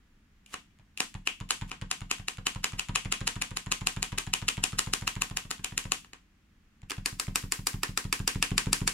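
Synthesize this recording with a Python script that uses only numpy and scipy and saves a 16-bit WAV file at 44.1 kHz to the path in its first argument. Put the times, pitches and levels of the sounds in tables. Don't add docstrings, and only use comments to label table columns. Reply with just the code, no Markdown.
import sys
import numpy as np
from scipy import signal
from scipy.fft import rfft, irfft, next_fast_len
from scipy.io import wavfile
from scipy.ndimage import uniform_filter1d

SR = 44100
rng = np.random.default_rng(int(sys.argv[2]) if len(sys.argv) > 2 else 0)


def store_wav(level_fs):
    pcm = np.round(np.clip(np.atleast_2d(level_fs), -1, 1) * 32767)
    wavfile.write(sys.argv[1], SR, pcm.T.astype(np.int16))


N = 393813
MOVE_S = 6.5
SIZE, LEAD = 8192, 1024
T = (np.arange(SIZE) - LEAD) / SR
HZ = np.maximum(np.fft.rfftfreq(SIZE, 1 / SR), 1)

# time in seconds, relative level of the thump in dB.
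PRESSES = [(.801, -58.5), (1.155, -40.5), (1.414, -39.5), (1.624, -36.5), (1.825, -38), (2.021, -40),
           (2.201, -43.5), (2.388, -41), (2.564, -38), (2.737, -39.5), (2.897, -35.5), (3.06, -36),
           (3.217, -36), (3.367, -38), (3.518, -41), (3.672, -39), (3.82, -38), (3.974, -36), (4.13, -37),
           (4.277, -38.5), (4.428, -38), (4.582, -36), (4.735, -38), (4.876, -37.5), (5.026, -38.5),
           (5.169, -37), (5.315, -40), (5.455, -48.5), (5.598, -48.5), (5.727, -43.5), (5.858, -40),
           (6.836, -48), (6.985, -38), (7.13, -42.5), (7.285, -34.5), (7.442, -37.5), (7.595, -40),
           (7.746, -35), (7.895, -39), (8.055, -36), (8.205, -34), (8.361, -32.5), (8.52, -31),
           (8.673, -31), (8.82, -32)]
# time in seconds, hardness in dB, seconds from first touch to thump.
LANDING = [(1.15, -9, 0.013), (1.41, -6, .0115), (1.83, -7, 0.011), (2.2, -12.5, 0.017), (2.74, -8, 0.015),
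           (2.9, -2, .011), (4.13, -5, .01), (4.6, -4, .012), (5.2, -5, 0.015), (5.55, 5, 0.017),
           (5.86, -3, 0.017), (6.84, -12.5, 0.018), (7.3, -4.5, 0.016), (8.2, -4, 0.012),
           (8.52, 5.5, 0.013), (8.82, 4.5, 0.014)]
# pitch in Hz, width in Hz, relative level on the left in dB, the same on the right.
EDGE = [(366, 420, -19, -18), (756, 20, -15.5, -8), (1127, 163, -10, -11.5), (1330, 82, -13, -11),
        (2000, 580, -17.5, -9), (2640, 230, -1.5, -22.5), (2885, 130, -6, -1), (3955, 390, -15.5, -10),
        (5410, 2000, -16.5, -14.5), (5300, 470, -15.5, -18), (7140, 610, -6.5, -31.5),
        (9365, 330, -18.5, -6), (10050, 1100, -22, -15), (13750, 1500, -29.5, -30.5)]
# start in seconds, end in seconds, level of the crackle in dB,
# relative level of the opening tick in dB.
SLOW_PEELS = [(0.462, 0.537, -55, -54.5), (.975, 0.987, -47, -38), (1.254, 1.266, -52.5, -66.5),
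              (1.49, 1.52, -41, -49.5), (1.679, 1.7, -53.5, -61.5), (6.8988, 6.909, -34, -38.5)]


def from_db(db):
    return 10 ** (np.asarray(db) / 20)


def unit(x):
    return x / np.sqrt(np.mean(np.sum(x ** 2, axis=-1)) + 1e-20)


def at_level(x, db, seconds):
    return unit(x) * from_db(db) * np.sqrt(seconds * SR)


def at_hz(points, hz):
    points = np.array(points)
    return np.interp(np.log(np.maximum(hz, 1)), np.log(points[:, 0]), points[:, 1])


def at_time(curve, s):
    times, *columns = np.transpose(curve)
    return [np.interp(s, times, column) for column in columns]


def resonances(modes):
    modes = np.array(modes, float)
    peaks = (1 + ((HZ - modes[:, :1]) / modes[:, 1:2]) ** 2) ** -2
    return np.sqrt(from_db(modes[:, 2:].T) ** 2 @ peaks)


def all_round(gain):
    log_hz = np.geomspace(100, SR / 2, num=512)
    power = np.array([np.interp(log_hz, HZ, side ** 2) for side in gain])
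    power = uniform_filter1d(uniform_filter1d(power, size=34), size=20)
    return np.sqrt([np.interp(HZ, log_hz, np.abs(side)) for side in power])


def colour(x, gain):
    cepstrum = irfft(np.log(gain + 1e-7))
    cepstrum[..., 1:SIZE // 2] *= 2
    cepstrum[..., SIZE // 2 + 1:] = 0
    return irfft(rfft(x) * np.exp(rfft(cepstrum)))


def even_out(x, share):
    spectrum = rfft(x)
    return irfft(spectrum / (np.abs(spectrum) + 1e-3) ** share)


def two_ears(alike_hz, size=SIZE):
    hz = np.fft.rfftfreq(size, 1 / SR)
    alike = 1 / (1 + (hz / alike_hz) ** 2)
    mid, side = rfft(rng.standard_normal((2, size)))
    return irfft(np.sqrt(1 + alike) * mid + np.sqrt(1 - alike) * side * [[1], [-1]], size)


def dying(t, t60):
    return (t > 0) * np.exp(-np.log(1000) * np.abs(t) / t60)


def grains(per_s, spread_db):
    clicks = (rng.random(SIZE) < per_s / SR) * rng.standard_normal(SIZE)
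    return clicks * from_db(spread_db * rng.standard_normal(SIZE))


def add(out, burst, s):
    start = int(round(s * SR)) - LEAD
    out[..., start:start + SIZE] += burst[..., :N - start]


def hush(level_db):
    # frequency in Hz, relative level in dB.
    hush_tone = [(12, -40), (20, 0.5), (96, -6.5), (123, -14), (198, -8.5), (301, -17), (388, -24.5),
                 (590, -32), (1370, -26.5), (1760, -25.5), (2750, -29), (4300, -35.5), (6910, -37.5),
                 (8410, -43), (16000, -47)]
    size = next_fast_len(N)
    gain = from_db(at_hz(hush_tone, np.fft.rfftfreq(size, 1 / SR)))
    noise = irfft(rfft(two_ears(alike_hz=700, size=size)) * gain, size)[:, :N]
    return at_level(noise, level_db, N / SR)


def room(x, first_echo_s, echo_db):
    # frequency in Hz, relative level in dB, seconds to fade by 60 dB.
    bands = [(60, -22, 0.55), (133, -18, 0.99), (230, 0.5, 0.53), (393, -1.5, 0.12), (620, -4, 0.18),
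             (1220, -3.5, 0.17), (2853, -7.5, 0.27), (5860, -8.5, 0.27), (9900, -10, 0.24),
             (15000, -13, 0.43)]
    t = np.arange(SR // 2) / SR - first_echo_s
    hz = np.fft.rfftfreq(len(t), 1 / SR)
    arrivals = rng.random((2, len(t))) < 900 / SR
    echoes = arrivals * rng.standard_normal((2, len(t))) * dying(t, t60=.05)
    echoes = rfft(echoes) * hz ** 2 / (hz ** 2 + 900 ** 2)
    walls = rfft(two_ears(alike_hz=453, size=len(t))) + from_db(echo_db) * echoes
    response = 0
    for k, (_, level_db, t60) in enumerate(bands):
        share = np.interp(np.log(hz + 1), np.log(np.array(bands)[:, 0]), np.arange(len(bands)) == k)
        band = irfft(walls * share, len(t)) * dying(t, t60)
        response += from_db(level_db) * unit(band) * np.sqrt(np.mean(share ** 2))
    return signal.fftconvolve(x, response, axes=1)[:, :N]


def slow_peels(swell_db):
    out, case = np.zeros((2, N)), all_round(resonances(EDGE))
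    for start, end, level_db, _ in SLOW_PEELS:
        progress = T / (end - start)
        pull = (progress > 0) * (progress < 1) * from_db(swell_db * np.clip(progress, 0, 1))
        threads = unit(grains(per_s=1600, spread_db=8)) + unit(two_ears(alike_hz=1200))
        add(out, at_level(colour(threads * pull, case), level_db, seconds=end - start), start)
    return out


def contacts(creak_db):
    # frequency in Hz, relative level in dB.
    touch_tone = [(410, -37), (700, -16), (1080, -7.5), (1760, -5), (2690, -1), (6190, -16.5), (7040, 1),
                  (8320, -17.5), (9330, -10), (15000, -36.5)]
    # frequency in Hz, relative level in dB.
    slap_tone = [(290, -35), (500, -12), (616, -14), (950, -7), (1380, -10), (3060, -12.5), (4400, -21),
                 (7270, -27.5), (8360, -30), (10000, -32.5), (14000, -55)]
    usual_press_db = -37.5
    out = np.zeros((2, N))
    for s, thump_db in PRESSES:
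        slap_db, touch_db = (-41, -43.5) if s < MOVE_S else (-47, -48)
        extra_db = thump_db - usual_press_db
        _, early_s = at_time(LANDING, s)
        crinkle = unit(two_ears(alike_hz=1500)) + unit(grains(per_s=2500, spread_db=4))
        rise_and_fall = 0.087 * dying(-T, t60=0.0048) + dying(T, t60=0.008)
        touch = colour(crinkle * rise_and_fall, from_db(at_hz(touch_tone, HZ)))
        add(out, at_level(touch, touch_db + extra_db, seconds=0.0063), s - early_s)
        knock = unit(two_ears(alike_hz=1500) * dying(T, t60=0.043))
        squeeze = unit(grains(per_s=500, spread_db=4) * dying(T, t60=.2))
        slap = colour(knock + from_db(creak_db) * squeeze, from_db(at_hz(slap_tone, HZ)))
        add(out, at_level(slap, slap_db + extra_db, seconds=0.0079), s - .0052)
    return out


def thumps(push_s, ring_db, gain_db):
    # pitch in Hz, width in Hz, relative level in dB.
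    table_modes = [(35.7, 6.1, 7), (62.5, 3, -25), (101.4, 8.2, 1.5), (117.5, 13, -2), (145.7, 6.4, 0),
                   (189, 20, -4.5), (263.3, 7.45, -8.5), (308.3, 44, -16.5), (397, 120, -10.5)]
    out, table = np.zeros((2, N)), resonances(table_modes)[0]
    for s, thump_db in PRESSES:
        hardness_db, _ = at_time(LANDING, s)
        phase = T / (push_s * from_db(-.22 * hardness_db))
        soft = np.exp(-phase ** 2 / 2)
        firm = np.exp(-(2.64 * phase) ** 2 / 2)
        acceleration = (1 - phase ** 2) * soft + 0.075 * (1 - (0.84 * phase) ** 2) * firm
        thump = unit(acceleration) + from_db(ring_db) * unit(colour(firm, table))
        add(out, at_level(thump, thump_db + gain_db, seconds=.05), s - .0008)
    return out


def bending(x, delay_s):
    return irfft(rfft(x) * np.exp(-4j * np.pi * delay_s * np.sqrt(1000 * HZ)))


def film_tone(db_per_octave, ring_db, top_db):
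    octaves = np.log2(np.clip(HZ, 1300, 11000) / 1300)
    ring = at_hz([(1900, 0), (2400, 1), (3100, 1), (3900, 0)], HZ)
    top = at_hz([(10000, 0), (13000, 1)], HZ)
    return from_db(db_per_octave * octaves + ring_db * ring + top_db * top)


def releases():
    # time in seconds, relative level in dB.
    partings = [(.541, -34.5), (1.0039, -24.5), (1.2733, -24), (1.507, -23.5), (1.7157, -35),
                (1.9132, -26.5), (2.113, -25), (2.2833, -29), (2.4683, -24), (2.643, -24.5), (2.795, -28),
                (2.958, -23), (3.1238, -24), (3.2764, -25), (3.421, -27.5), (3.5707, -29.5), (3.7221, -25),
                (3.8709, -23), (4.0281, -26), (4.1818, -32.5), (4.1849, -27.5), (4.3374, -23),
                (4.4868, -23.5), (4.6391, -22), (4.7914, -23), (4.936, -23.5), (5.0767, -25), (5.22, -25),
                (5.3713, -27.5), (5.512, -30.5), (5.6449, -29), (5.7781, -25.5), (5.92, -23.5),
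                (6.0464, -53.5), (6.133, -45), (6.9069, -39), (6.917, -34.5), (7.0594, -24.5),
                (7.1982, -26), (7.3575, -22.5), (7.5217, -24), (7.6699, -23), (7.8328, -25), (7.9752, -24),
                (8.127, -22.5), (8.277, -21), (8.4261, -20.5), (8.4368, -39), (8.5796, -20), (8.73, -19.5),
                (8.8764, -21)]
    # time in seconds, brightness in dB per octave,
    # ring near 2.7 kHz in dB, top treble in dB, relative level of the peeling in dB.
    film = [(.54, 0, 0, 0, -11.5), (1.0, -0.8, -3, -2, -16), (1.27, -1.3, 5.5, 0, -16),
            (1.51, 0.1, -0.5, -5, -16), (2.47, -.5, 0, -0.5, -7.5), (3.12, -0.8, 2, -4, -13),
            (3.6, -0.2, -4, -1, -14), (4.3, 0, 1, -0.5, -25.5), (4.64, .7, -2, -3, -9.5),
            (5.22, -0.5, -3, 3.5, -13), (5.92, .6, -0.5, 0, -21.5), (7.06, -0.5, -2.5, -3, -19),
            (7.67, .5, -2.5, 0.5, -16), (7.83, -1.8, -1.5, -1, -16), (8.13, -0.3, -1, -2, -24),
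            (8.43, -0.5, 1.5, -5, -16), (8.88, 1, 1, -6, -10)]
    weak_db, gluey_from_s, gluey_to_s = -29, 2.72, 5.58
    rows = []
    for s, level_db in partings:
        tear_luck, ring_luck, bright_luck = rng.standard_normal(3)
        brightness, ring_db, top_db, peel_db = at_time(film, s)
        dulling = np.clip(.6 * (weak_db - level_db), 0, 4.5)
        tone = film_tone(brightness - dulling + 0.29 * bright_luck, ring_db + 1.6 * ring_luck, top_db)
        rows.append((s, level_db, peel_db, tone))
        if gluey_from_s < s < gluey_to_s:
            rows.append((s - .0047, level_db - 12 + 4.5 * tear_luck, peel_db, tone))
    thin, tick_peel_db = film_tone(db_per_octave=3, ring_db=9, top_db=0.5), -24.5
    return rows + [(s, tick_db, tick_peel_db, thin) for s, _, _, tick_db in SLOW_PEELS]


def snaps(rows, modes, hollow_hz, right_lag_s, left_db, flutter_t60, flutter_gain_db, peel_gain_db,
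          gain_db):
    out = np.zeros((2, 2, N))
    hollow = 1 - 0.88 / (1 + ((HZ - hollow_hz) / 80) ** 2)
    case = resonances(modes) * hollow * from_db([[left_db], [0]])
    radiated = all_round(case)
    shared_part = two_ears(alike_hz=1200)
    usual_peel_db = -12.5
    for s, level_db, peel_db, tone in rows:
        threads = unit(grains(per_s=5000, spread_db=4) * dying(-T, t60=.028))
        flutter = unit((0.58 * shared_part + two_ears(alike_hz=1240)) * dying(T, t60=flutter_t60))
        flutter_db = 0.22 * (peel_db - usual_peel_db) + flutter_gain_db
        last_threads = unit(grains(per_s=8300, spread_db=-0.5) * dying(T + .0006, t60=0.0024))
        release = unit((T == 0) + 0.64 * last_threads)
        force = release + from_db(peel_db + peel_gain_db) * threads + from_db(flutter_db) * flutter
        stretch = 1 + .013 * rng.standard_normal()
        stretched = np.array([np.interp(HZ / stretch, HZ, side) for side in case])
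        forces = np.array([unit(even_out(force, share=0.098)), unit(even_out(force, share=0.84))])
        ringing = colour(forces, np.array([stretched, radiated]) * tone)
        (left, right), to_walls = bending(ringing, delay_s=0.000893)
        to_microphone = [left, np.interp(T - right_lag_s, T, right)]
        snap = at_level(np.array([to_microphone, to_walls]), level_db + gain_db, seconds=0.012)
        add(out, snap, s - .0003)
    return out


def scene():
    # pitch in Hz, width in Hz, relative level on the left in dB, the same on the right.
    face = [(347, 106, -10, -8.5), (776, 260, -23, -8), (1260, 287, -5.5, -4.5), (1777, 59, -1, 1.5),
            (2535, 424, -1, 0.5), (3240, 2200, -16, -47.5), (3730, 206, -15, -2), (4826, 395, -1, -4.5),
            (5720, 210, -3.5, -2), (7550, 680, -1, -6.5), (10200, 2000, -13.5, -19), (9920, 1660, -32, -3),
            (13300, 1200, -18, -10)]
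    rows = releases()
    at_edge = snaps([row for row in rows if row[0] < MOVE_S], EDGE,
                    hollow_hz=593, right_lag_s=.00007, left_db=1.4,
                    flutter_t60=0.019, flutter_gain_db=1.5, peel_gain_db=4.5, gain_db=0.84)
    in_face = snaps([row for row in rows if row[0] > MOVE_S], face,
                    hollow_hz=658, right_lag_s=.00001, left_db=1.5,
                    flutter_t60=0.025, flutter_gain_db=4.0, peel_gain_db=1.5, gain_db=-0.02)
    snap, snap_to_walls = at_edge + in_face
    presses = thumps(push_s=0.0017, ring_db=5.5, gain_db=0.82) + contacts(creak_db=-19)
    handling = presses + slow_peels(swell_db=20.5)
    echoes = room(snap_to_walls + handling, first_echo_s=.008, echo_db=22)
    return snap + handling + echoes + hush(level_db=-62.5)


def record(dry):
    return signal.sosfilt(signal.ellip(10, .2, 80, 15800, fs=SR, output="sos"), dry)


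dry = scene()
out = record(dry)
store_wav(out)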